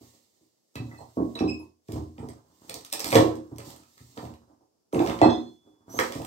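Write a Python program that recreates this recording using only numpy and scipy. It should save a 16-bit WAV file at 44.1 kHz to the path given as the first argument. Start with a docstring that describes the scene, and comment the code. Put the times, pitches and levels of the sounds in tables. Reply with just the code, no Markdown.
"""Prying up an old floorboard

A bare room, with a phone's two microphone ports close to where a steel bar levers up a board.
Each knock leaves floor and room ringing low; slipping wood grinds, fibres snap, the board tears free.
Taps ring the steel, nails squeak by stick-slip in their holes, and grit trickles down.
The room rings on briefly after each sound, over a faint steady hush."""
import sys
import numpy as np
from scipy import signal
from scipy.fft import rfft, irfft
from scipy.io import wavfile
from scipy.ndimage import uniform_filter1d

SR = 44100
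rng = np.random.default_rng(int(sys.argv[2]) if len(sys.argv) > 2 else 0)


def transcribe(u):
    """Save the signal u as a 16-bit wav file named by the first command-line argument.

    u: samples, shape (n,) or (channels, n), limited to [-1, 1]; the rate is SR.
    q: integer samples, one column per channel.
    """
    v = np.clip(np.atleast_2d(u).T, -1, 1)
    q = np.round(v * 32767).astype(np.int16)
    wavfile.write(sys.argv[1], SR, q)


N = 276066

# Blows on the floor; weight thumps, hardness clacks, and the struck spot favours one pitch:
# start_s, level_db, weight_db, hardness_db, spot_hz, spot_db
FLOOR_KNOCKS = [(.009, -54, 6.5, -1, 310, 2.5), (0.132, -59, -7, -3.5, 307, -5),
                (.409, -59, -4.5, -11, 310, 4.5), (.755, -45.5, 11.5, 3.5, 700, -6),
                (0.798, -38, 11, -4.5, 240, 6.5), (.911, -63, 2, -3, 900, 0),
                (.986, -58.5, 9, 9.5, 870, 16), (1.005, -52, 6, 6.5, 900, 6),
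                (1.17, -28, 0.5, -3.5, 248, 10), (1.203, -20, -6, -18, 260, 4),
                (1.354, -37.5, -17, 2, 650, -4), (1.406, -21.5, 0.5, -6.5, 246, 7.5),
                (1.437, -18, -13.5, -17.5, 256, 4.5), (1.597, -64.5, -9, 10, 920, 13.5),
                (1.887, -32.5, -3.5, -9, 341, 0), (1.925, -35, 8.5, -5, 280, -1),
                (1.956, -35.5, 9.5, -2, 362, -6), (1.984, -36, 2, -19, 200, 3),
                (2.006, -43, -5, -15, 280, 12), (2.183, -39.5, 7, -3.5, 240, 7),
                (2.228, -41, 10.5, -0.5, 310, -1), (2.287, -35.5, -7.5, -13, 310, -12),
                (2.695, -47.5, 0, 4.5, 520, 4), (2.744, -45.5, 0, 4.5, 600, 1.5),
                (2.929, -41, -22, 5.5, 520, 0), (2.999, -44, -14.5, 7, 523, -3),
                (3.045, -44.5, -12, 9.5, 526, 1), (3.126, -25.5, -1.5, 8.5, 735, -1),
                (3.153, -14.5, -0.5, 1.5, 550, 14.5), (3.186, -16, -11, -6.5, 550, 13),
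                (3.215, -25.5, -38, -13, 380, 12), (3.248, -26.5, -21.5, -13, 305, 12.5),
                (3.515, -38.5, 4, -8.5, 252, 0.5), (3.585, -45, -0.5, 1.5, 398, 5.5),
                (3.668, -51, 12, 2.5, 310, 0.5), (4.004, -56.5, 13, -5.5, 116.2, 4.5),
                (4.171, -42.5, 0.5, 9, 643, -4), (4.228, -40, 6, 1, 248.3, -0.5),
                (4.299, -45.5, 6, -3.5, 313, -3), (4.498, -59, -5.5, 2.5, 301.6, 0.5),
                (4.607, -57.5, -11, -0.5, 314, 4), (4.931, -22.5, -14, -5, 353, 3),
                (4.954, -23.5, -0.5, -1.5, 350, 9), (5.001, -23, -11, -0.5, 358, 6.5),
                (5.035, -32, -18, -15, 353, 11), (5.076, -24, -17, -8, 726, 2),
                (5.215, -12.5, -15, 0.5, 800, 8), (5.229, -25.5, -4, 1.5, 920, -7),
                (5.258, -13.5, -21, -22, 250, 11), (5.671, -55, -9, -4, 412, 10),
                (5.94, -40.5, -12, 2.5, 510, 0.5), (5.989, -33.5, -6, 9.5, 530, 3.5),
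                (6.018, -33, -10, -5.5, 404, 3), (6.099, -40, -18, 4.5, 497, -1),
                (6.153, -35, 2.5, -4.5, 280, 3), (6.198, -39.5, 7, 2.5, 277, 1)]
# Wood fibres snapping: start_s, level_db, treble_boost_db
FIBRE_CRACKS = [(.755, -28.5, 3), (1.354, -35.5, 5), (1.39, -26.5, -9), (1.884, -44, 7), (1.92, -39, 13.5),
                (1.962, -43, -6), (2.181, -42.5, -13), (2.287, -41, 11.5), (2.695, -29.5, 15.5),
                (2.741, -41, 26.5), (2.808, -43, 12), (2.848, -37.5, 17.5), (2.864, -51, 19),
                (2.9, -50.5, 20), (2.912, -56, 9), (2.922, -37, 15), (2.926, -32, 27), (2.935, -25, 15),
                (2.994, -30, 20.5), (3.003, -29.5, 20), (3.043, -24.5, 17), (3.119, -21, 0),
                (3.127, -13.5, -2), (3.146, -24, 15.5), (3.154, -8, 3.5), (3.158, -14, 5.5),
                (3.166, -35, -1), (3.187, -31, -3), (3.354, -45.5, 15), (3.56, -54.5, 17.5),
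                (3.583, -38.5, 16), (3.602, -38.5, -10), (3.703, -44, 18), (3.762, -48.5, 17),
                (3.834, -49, 3.5), (3.978, -43, 8.5), (4.175, -32.5, -6), (4.252, -41, 5),
                (4.338, -49, 7.5), (4.927, -35.5, 3), (4.945, -26.5, -10.5), (4.992, -25.5, -12),
                (5.062, -25.5, 0), (5.073, -23.5, 2), (5.097, -25, -15), (5.189, -29, -12),
                (5.215, -18, -8), (5.989, -10.5, -7), (5.998, -30, 19.5), (6.027, -36, -10),
                (6.122, -27, 5), (6.149, -34.5, 9), (6.218, -36, 9), (6.248, -30, 8.5)]
# Taps on the steel: start_s, level_db, favoured_hz, spread_octaves, ring_share (0-1, 1 rings freely)
BAR_TAPS = [(0.756, -38, 3950, 0.044, 0.2), (0.757, -36.5, 2350, 0.21, 0.28),
            (.757, -36, 12800, 0.21, 0.07), (.91, -42, 2020, 0.11, 0.2), (.94, -51, 2100, 0.27, .4),
            (.974, -54.5, 4220, 0.044, 0.22), (0.984, -44, 7730, 0.079, 0.06),
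            (1.352, -30.5, 3950, 0.037, 0.3), (1.376, -39, 2540, .1, 0.44), (1.392, -33, 5700, 0.054, 0.23),
            (1.398, -42, 11600, 0.47, 0.1), (1.594, -42, 11300, .05, 0.36),
            (2.185, -57.5, 8100, 0.13, 0.57), (2.288, -41, 7900, 0.081, 0.1),
            (4.339, -62.5, 3910, 0.052, .6), (4.93, -43, 10300, 0.47, 0.37),
            (4.946, -45.5, 6600, 0.13, 0.17), (5.095, -36.5, 3660, 0.028, 1),
            (5.215, -24.5, 2070, 0.26, 0.51), (5.223, -33, 4200, .03, 0.98), (5.229, -40.5, 7630, 0.032, 1),
            (5.24, -44.5, 5300, 0.19, 0.7), (5.235, -39.5, 3470, 0.18, 0.73),
            (5.295, -36, 3600, 0.54, 0.22), (5.335, -37.5, 3560, 0.063, 0.4),
            (5.401, -52.5, 3510, 0.022, 0.4), (5.461, -57, 4160, 0.018, 1)]
# Nails slipping: start_s, length_s, level_db, start_hz, end_hz, unsteadiness (share of the pitch)
NAIL_SLIPS = [(1.478, .02, -21, 2555, 2550, .014), (5.897, .085, -33, 5870, 6350, .016)]
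# Harmonics of a squeak: multiple, level_db
SQUEAK_HARMONICS = [(1, -12), (2, -17.5), (3, -26.5), (4, -46.5), (5, -51.5)]
# Course of the rubbing: time_s, grinding_db, grit_db
RUB_LEVELS = [(0, -68, -65), (.3, -74.5, -77), (.62, -97, -84), (.75, -90, -80), (.77, -63, -76),
              (.92, -55, -73), (1.22, -73, -75), (1.4, -55, -75), (1.64, -81, -81.5), (1.75, -110, -105),
              (1.87, -85, -76), (1.93, -38, -63), (2.09, -86, -86), (2.19, -48, -76.5), (2.3, -54, -76),
              (2.42, -67.5, -82.5), (2.68, -56, -67.5), (2.7, -57.5, -69), (2.76, -50.5, -61.5),
              (2.84, -51.5, -75), (2.91, -67, -77), (2.94, -52, -56), (2.99, -53, -69), (3.06, -44.5, -66),
              (3.15, -27, -46), (3.28, -48.5, -66.5), (3.4, -53.5, -84.5), (3.57, -59, -80.5),
              (3.6, -45, -74.5), (3.65, -52, -58), (3.705, -55, -62.5), (3.78, -60.5, -73), (4, -72, -69.5),
              (4.16, -47, -68), (4.2, -50, -66.5), (4.5, -68.5, -94), (4.92, -86.5, -105),
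              (4.94, -41.5, -64), (5.04, -34, -58), (5.09, -36.5, -59), (5.2, -34, -69), (5.23, -21, -66),
              (5.33, -30, -75), (5.5, -73.5, -83.5), (5.84, -64, -100), (5.9, -48, -65.5),
              (5.98, -41.5, -57.5), (6.0, -47.5, -50), (6.1, -42, -62), (6.14, -45.5, -59),
              (6.26, -49.5, -68)]
# Low ringing of the floor and the bare room after each blow: pitch_hz, level_db, t60_s
LOW_RING_MODES = [(191, -10, 0.24), (198, -22.5, 0.05), (238.3, -5, 0.25), (277.3, -4.5, 0.14)]
LOW_MID_RING_MODES = [(312.45, -1.5, 0.22), (346.2, -3.5, 0.15), (382, 1, 0.079)]
# Modes of the joists, the edge's clack, the slap and the steel bar: pitch_hz, level_db, t60_s
JOIST_MODES = [(67, -3, .4), (83, -7.5, 0.51), (103.2, -6, 0.23), (117.95, 3.5, 0.34), (143, -2.5, 0.39)]
EDGE_MODES = [(440, -6, 0.15), (486, -6, 0.082), (544, -5.5, 0.16), (612, 5.5, 0.018), (669, -7.5, 0.045),
              (732.1, -4, 0.075)]
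SLAP_MODES = [(837, 1, 0.024), (920, -5, 0.045), (1020, -13, 0.3), (1096, -20.5, 0.29), (1184, -7, 0.034),
              (1383, -4.5, 0.0094)]
BAR_MODES = [(1830, -4, .3), (1986, -2, .28), (2595, -2, .3), (3257, -8, .24), (3435, -8, 1.4),
             (3499, -6, .33), (3564, -3, .4), (3946, -3, .3), (4199, 0, .45), (5050, -4, .8),
             (5561, -2, .15), (6223, -4, .4), (6293, -8, 1.2), (7300, -8, .3), (7687, -4, .3),
             (7908, -6, .5), (8129, -4, .45), (9000, -6, .15), (10590, -2, .25), (11070, -6, .2),
             (12160, -8, .3), (13200, -8, .2), (14200, -8, .2)]
# Spectra of the snaps, the grit and the room tone: frequency_hz, gain_db
SNAP_SPECTRUM = [(760, -4), (1300, 10), (1430, -1), (1840, 6.5), (1980, 5), (5960, -4), (6480, -10.5),
                 (8430, -4.5), (10000, -21.5), (11200, -12.5), (13000, -12.5), (16000, -19.5)]
GRIT_SPECTRUM = [(760, -11), (1300, -7.5), (1520, -29), (1780, -6.5), (2370, -10.5), (3420, -5.5),
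                 (6480, -1), (8300, 0), (9970, -14.5), (11200, -5), (13000, -4), (16000, -7)]
HUSH_SPECTRUM = [(24, -52), (40, -12.5), (329, 5.5), (516, 1.5), (1480, -17), (1950, -20), (4030, -17),
                 (5050, -8.5), (7360, -14), (9450, -18), (16000, -22)]
# Tail of the bare room: frequency_hz, t60_s, port_likeness (0-1), level_db
ROOM_BANDS = [(59.6, 0.49, 0.84, -9), (244, 0.44, 0.7, -5), (550, 0.36, 0.5, 3), (1000, 0.29, 0.21, 9.5),
              (3900, 0.32, 0, 10), (12000, 0.18, 0, 5.5)]
# Balance of the two ports: frequency_hz, left_minus_right_db
PORT_BALANCE = [(60, 1), (110, -0.5), (200, -2.5), (380, -3), (700, -4), (1290, -5.5), (2380, 0),
                (4400, -6.5), (8120, -4.5), (15000, 2)]

TOP_HZ = 15700  # upper limit of the phone


def knocks_and_grinding():
    """Blows ring floor and room, heavy ones thump, hard ones clack; slipping wood grinds between."""
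    starts, db, weight, hardness, *spot = np.transpose(FLOOR_KNOCKS)
    times, grinding_db, _ = np.transpose(RUB_LEVELS)
    slips = grains(per_s=400, scatter_db=8.5)
    swell_s = .0034
    struck = rubbed = 0
    for modes, gain_db, heavy, hard, swell_share, rub_db in [
            (JOIST_MODES, -1.5, 1, 0, 1.2, -6),
            (LOW_RING_MODES, .1, .4, 0, .8, -2),
            (LOW_MID_RING_MODES, 4, 0, 0, .8, -1),
            (EDGE_MODES, 7, 0, 1, .4, -6),
            (SLAP_MODES, -3, 0, 1.1, .2, -10)]:
        blow_db = db + gain_db + heavy * weight + hard * hardness
        struck += knocks(modes, starts, blow_db, spot, swell_s * swell_share)
        rubbed += undb(rub_db) * unit(resonate(slips, modes))
    wood = struck + unit(rubbed) * undb(curve(times, grinding_db))
    # little treble above 1.5 kHz gets out of the knocks and grinding
    return butter(wood, 3, 1500, "low")


def knocks(modes, starts, levels_db, spot, swell_s, detune=.018, scatter_db=2.5, spot_octaves=.17):
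    """Each blow rings a group of modes from its own spot, with new phases, sizes and tuning."""
    step = 8  # low modes need only an eighth of the sample rate
    out, t = np.zeros(N // step + SR), np.arange(SR // step) * step / SR
    hz, mode_db, t60 = np.transpose(modes)[:, :, None]
    swell = 1 - np.exp(-t / max(swell_s, .001))
    chance = rng.standard_normal((len(starts), 3, len(modes), 1))
    for start_s, db, spot_hz, spot_db, (off, size, phase) in zip(starts, levels_db, *spot, chance):
        favour_db = spot_db * nearness(hz, spot_hz, spot_octaves)
        decay = undb(mode_db + favour_db + scatter_db * size - 60 * t / t60)
        rings = decay * np.sin(2 * np.pi * (hz * (1 + detune * off) * t + phase))
        at = int(start_s * SR / step)
        out[at:at + len(t)] += undb(db) * swell * rings.sum(axis=0)
    return signal.resample_poly(out, step, 1)[:N] / np.sqrt(np.sum(undb(2 * mode_db)))


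def fibre_cracks(snap_s=.0018, split_hz=7000):
    """Fibres snap in short bursts of noise, each with a dull and a bright half."""
    starts, db, treble_db = np.vstack([FIBRE_CRACKS, splinters()]).T
    dull = butter(bursts(starts, db, snap_s), 2, split_hz, "low")
    bright = butter(bursts(starts, db + treble_db, snap_s), 2, split_hz, "high")
    return colour(dull + bright, SNAP_SPECTRUM)


def splinters(count=9, start_s=3.05, end_s=3.15, treble_db=20):
    """The board tears free: extra crack rows, small and bright, at loosely even moments."""
    along = (np.arange(count) + rng.random(count)) / count
    db = -34.5 + 2 * rng.standard_normal(count)
    return np.transpose([start_s + along * (end_s - start_s), db, np.full(count, treble_db)])


def steel_bar(scrape_s=.0033, flutter_db=5):
    """A tap feeds the modes near its favoured pitch; a firm grip shortens and shakes the ring."""
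    out, t = np.zeros(N + 2 * SR), np.arange(SR) / SR
    hz, mode_db, t60 = np.transpose(BAR_MODES)[:, :, None]
    swell = 1 - np.exp(-t / scrape_s)
    for start_s, db, favoured_hz, spread, ring_share in BAR_TAPS:
        near = nearness(hz, favoured_hz, spread)
        excited = near[:, 0] > .01
        shake = unit(uniform_filter1d(rng.standard_normal((len(hz), SR // 50)), 6))
        flutter = undb(flutter_db * (1 - ring_share) * shake).repeat(50, axis=1)
        decay = near * undb(db + mode_db - 60 * t / (ring_share * t60))
        rings = decay * np.sin(2 * np.pi * hz * t) * uniform_filter1d(flutter, 50)
        at = int(start_s * SR)
        out[at:at + SR] += swell * rings[excited].sum(axis=0)
    return out[:N]


def nail_squeaks(rise_db=12, fall_db_per_s=1300):
    """Fast stick-slip: an unsteady, gliding tone swells while the nail slips, then drops away."""
    out, t = 0, np.arange(N) / SR
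    for start_s, length_s, db, start_hz, end_hz, unsteadiness in NAIL_SLIPS:
        pitch_wobble, level_wobble = unit(uniform_filter1d(rng.standard_normal((2, N)), 150))
        end_s = start_s + length_s
        slip_hz = curve([start_s, end_s], [start_hz, end_hz]) * (1 + unsteadiness * pitch_wobble)
        phase = 2 * np.pi * np.cumsum(slip_hz) / SR
        shape_db = np.minimum(rise_db * (t - end_s) / length_s, -fall_db_per_s * (t - end_s))
        tone = sum(undb(harmonic_db) * np.sin(k * phase)
                   for k, harmonic_db in SQUEAK_HARMONICS if k * end_hz < TOP_HZ)
        out += np.sqrt(2) * (t > start_s) * undb(db + shape_db + .82 * level_wobble) * tone
    return out


def falling_grit():
    """Dust and crumbs trickle down: dense tiny clicks over a soft hiss."""
    times, _, grit_db = np.transpose(RUB_LEVELS)
    trickle = unit(grains(per_s=2300, scatter_db=6)) + .75 * rng.standard_normal(N)
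    return unit(colour(trickle, GRIT_SPECTRUM)) * undb(curve(times, grit_db))


def bare_room(source, wet_db, build_s=.004, right_lag_s=.00033):
    """Sound reaches the left port first; a diffuse tail builds up behind it and dies band by band."""
    t = np.arange(SR) / SR
    hz, *columns = np.transpose(ROOM_BANDS)
    response = 0
    for centre_hz in 44 * 2 ** np.arange(0, 8.6, .5):
        low_hz, high_hz = centre_hz / 2 ** .25, centre_hz * 2 ** .25
        t60, likeness, db = (np.interp(np.log(centre_hz), np.log(hz), column) for column in columns)
        mid, side = butter(rng.standard_normal((2, SR)), 2, [low_hz, high_hz], "band")
        tail = np.sqrt(1 + likeness) * mid + np.sqrt(1 - likeness) * np.array([side, -side])
        tail *= (1 - np.exp(-t / build_s)) * undb(-60 * t / t60)
        band_share = (high_hz - low_hz) / (SR / 2)
        energy = np.sum(tail ** 2, axis=1, keepdims=True)
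        response += undb(db + wet_db) * tail * np.sqrt(band_share / energy)
    response[:, 0] += 1  # direct sound
    response[1] = np.roll(response[1], int(right_lag_s * SR))
    return signal.fftconvolve(response, source[None], axes=1)[:, :N]


def room_tone():
    """A faint, steady hush, separate at each port."""
    return undb(-70) * unit(colour(rng.standard_normal((2, N)), HUSH_SPECTRUM))


def resonate(drive, modes):
    """Ring decaying modes with a driving signal and add them up."""
    out = 0
    for hz, db, t60 in modes:
        radius, angle = np.exp(-np.log(1000) / (t60 * SR)), 2 * np.pi * hz / SR
        feedback = [1, -2 * radius * np.cos(angle), radius ** 2]
        out += undb(db) * signal.lfilter([0, radius * np.sin(angle)], feedback, drive)
    return out


def bursts(starts, db, decay_s, size=4096):
    """Noise bursts that swell quickly and die away."""
    out, age = np.zeros(N + size), np.arange(size) / SR / decay_s
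    shape = (1 - np.exp(-age / .37)) * np.exp(-age)
    for start_s, gain in zip(starts, undb(db) * np.sqrt(decay_s * SR / 2 / size)):
        at = int(start_s * SR)
        out[at:at + size] += gain * unit(rng.standard_normal(size) * shape)
    return out[:N]


def grains(per_s, scatter_db):
    """Random clicks of widely scattered size."""
    hit = rng.random(N) < per_s / SR
    return hit * rng.choice([-1, 1], N) * undb(scatter_db * np.minimum(rng.exponential(size=N), 4))


def colour(x, spectrum):
    """Filter by (frequency_hz, gain_db) points on a log axis."""
    hz, db = np.transpose(spectrum)
    bins_hz = np.maximum(np.fft.rfftfreq(N, 1 / SR), 1)
    return irfft(rfft(x) * undb(np.interp(np.log(bins_hz), np.log(hz), db)), N)


def nearness(hz, centre_hz, octaves):
    return np.exp(-.5 * (np.log2(hz / centre_hz) / octaves) ** 2)


def butter(x, order, hz, kind):
    return signal.sosfilt(signal.butter(order, hz, kind, fs=SR, output="sos"), x)


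def curve(times, values):
    return np.interp(np.arange(N) / SR, times, values)


def undb(db):
    return 10 ** (np.asarray(db, float) / 20)


def unit(x):
    return x / np.sqrt(np.mean(x ** 2))


def scene():
    """Wood, grit and steel at close range in the bare room, as they reach the two ports."""
    hush = room_tone()
    sound = bare_room(knocks_and_grinding(), wet_db=-2)
    sound += bare_room(falling_grit(), wet_db=2.5)
    sound += bare_room(fibre_cracks(), wet_db=-8)
    sound += bare_room(steel_bar() + nail_squeaks(), wet_db=-9)
    left = colour(sound[0], [(hz, db / 2) for hz, db in PORT_BALANCE])
    right = colour(sound[1], [(hz, -db / 2) for hz, db in PORT_BALANCE])
    return np.array([left, right]) + hush


def record(dry):
    """The phone drops the deep bass, fades what is quiet, rounds the loudest peaks and cuts the top."""
    sound = butter(dry, 4, 70, "high")
    # noise suppressor: below the knee the gain sinks with the level, by 6 dB at most
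    knee_db = -44.5
    level_db = 10 * np.log10(uniform_filter1d(np.mean(sound ** 2, axis=0), 1300) + 1e-12)
    sound *= undb(-np.clip(.26 * (knee_db - level_db), 0, 6))
    sound /= (1 + np.abs(sound) ** 4) ** .25  # soft clipping
    return signal.sosfilt(signal.ellip(8, .2, 70, TOP_HZ, fs=SR, output="sos"), sound)


dry = scene()
out = record(dry)
transcribe(out)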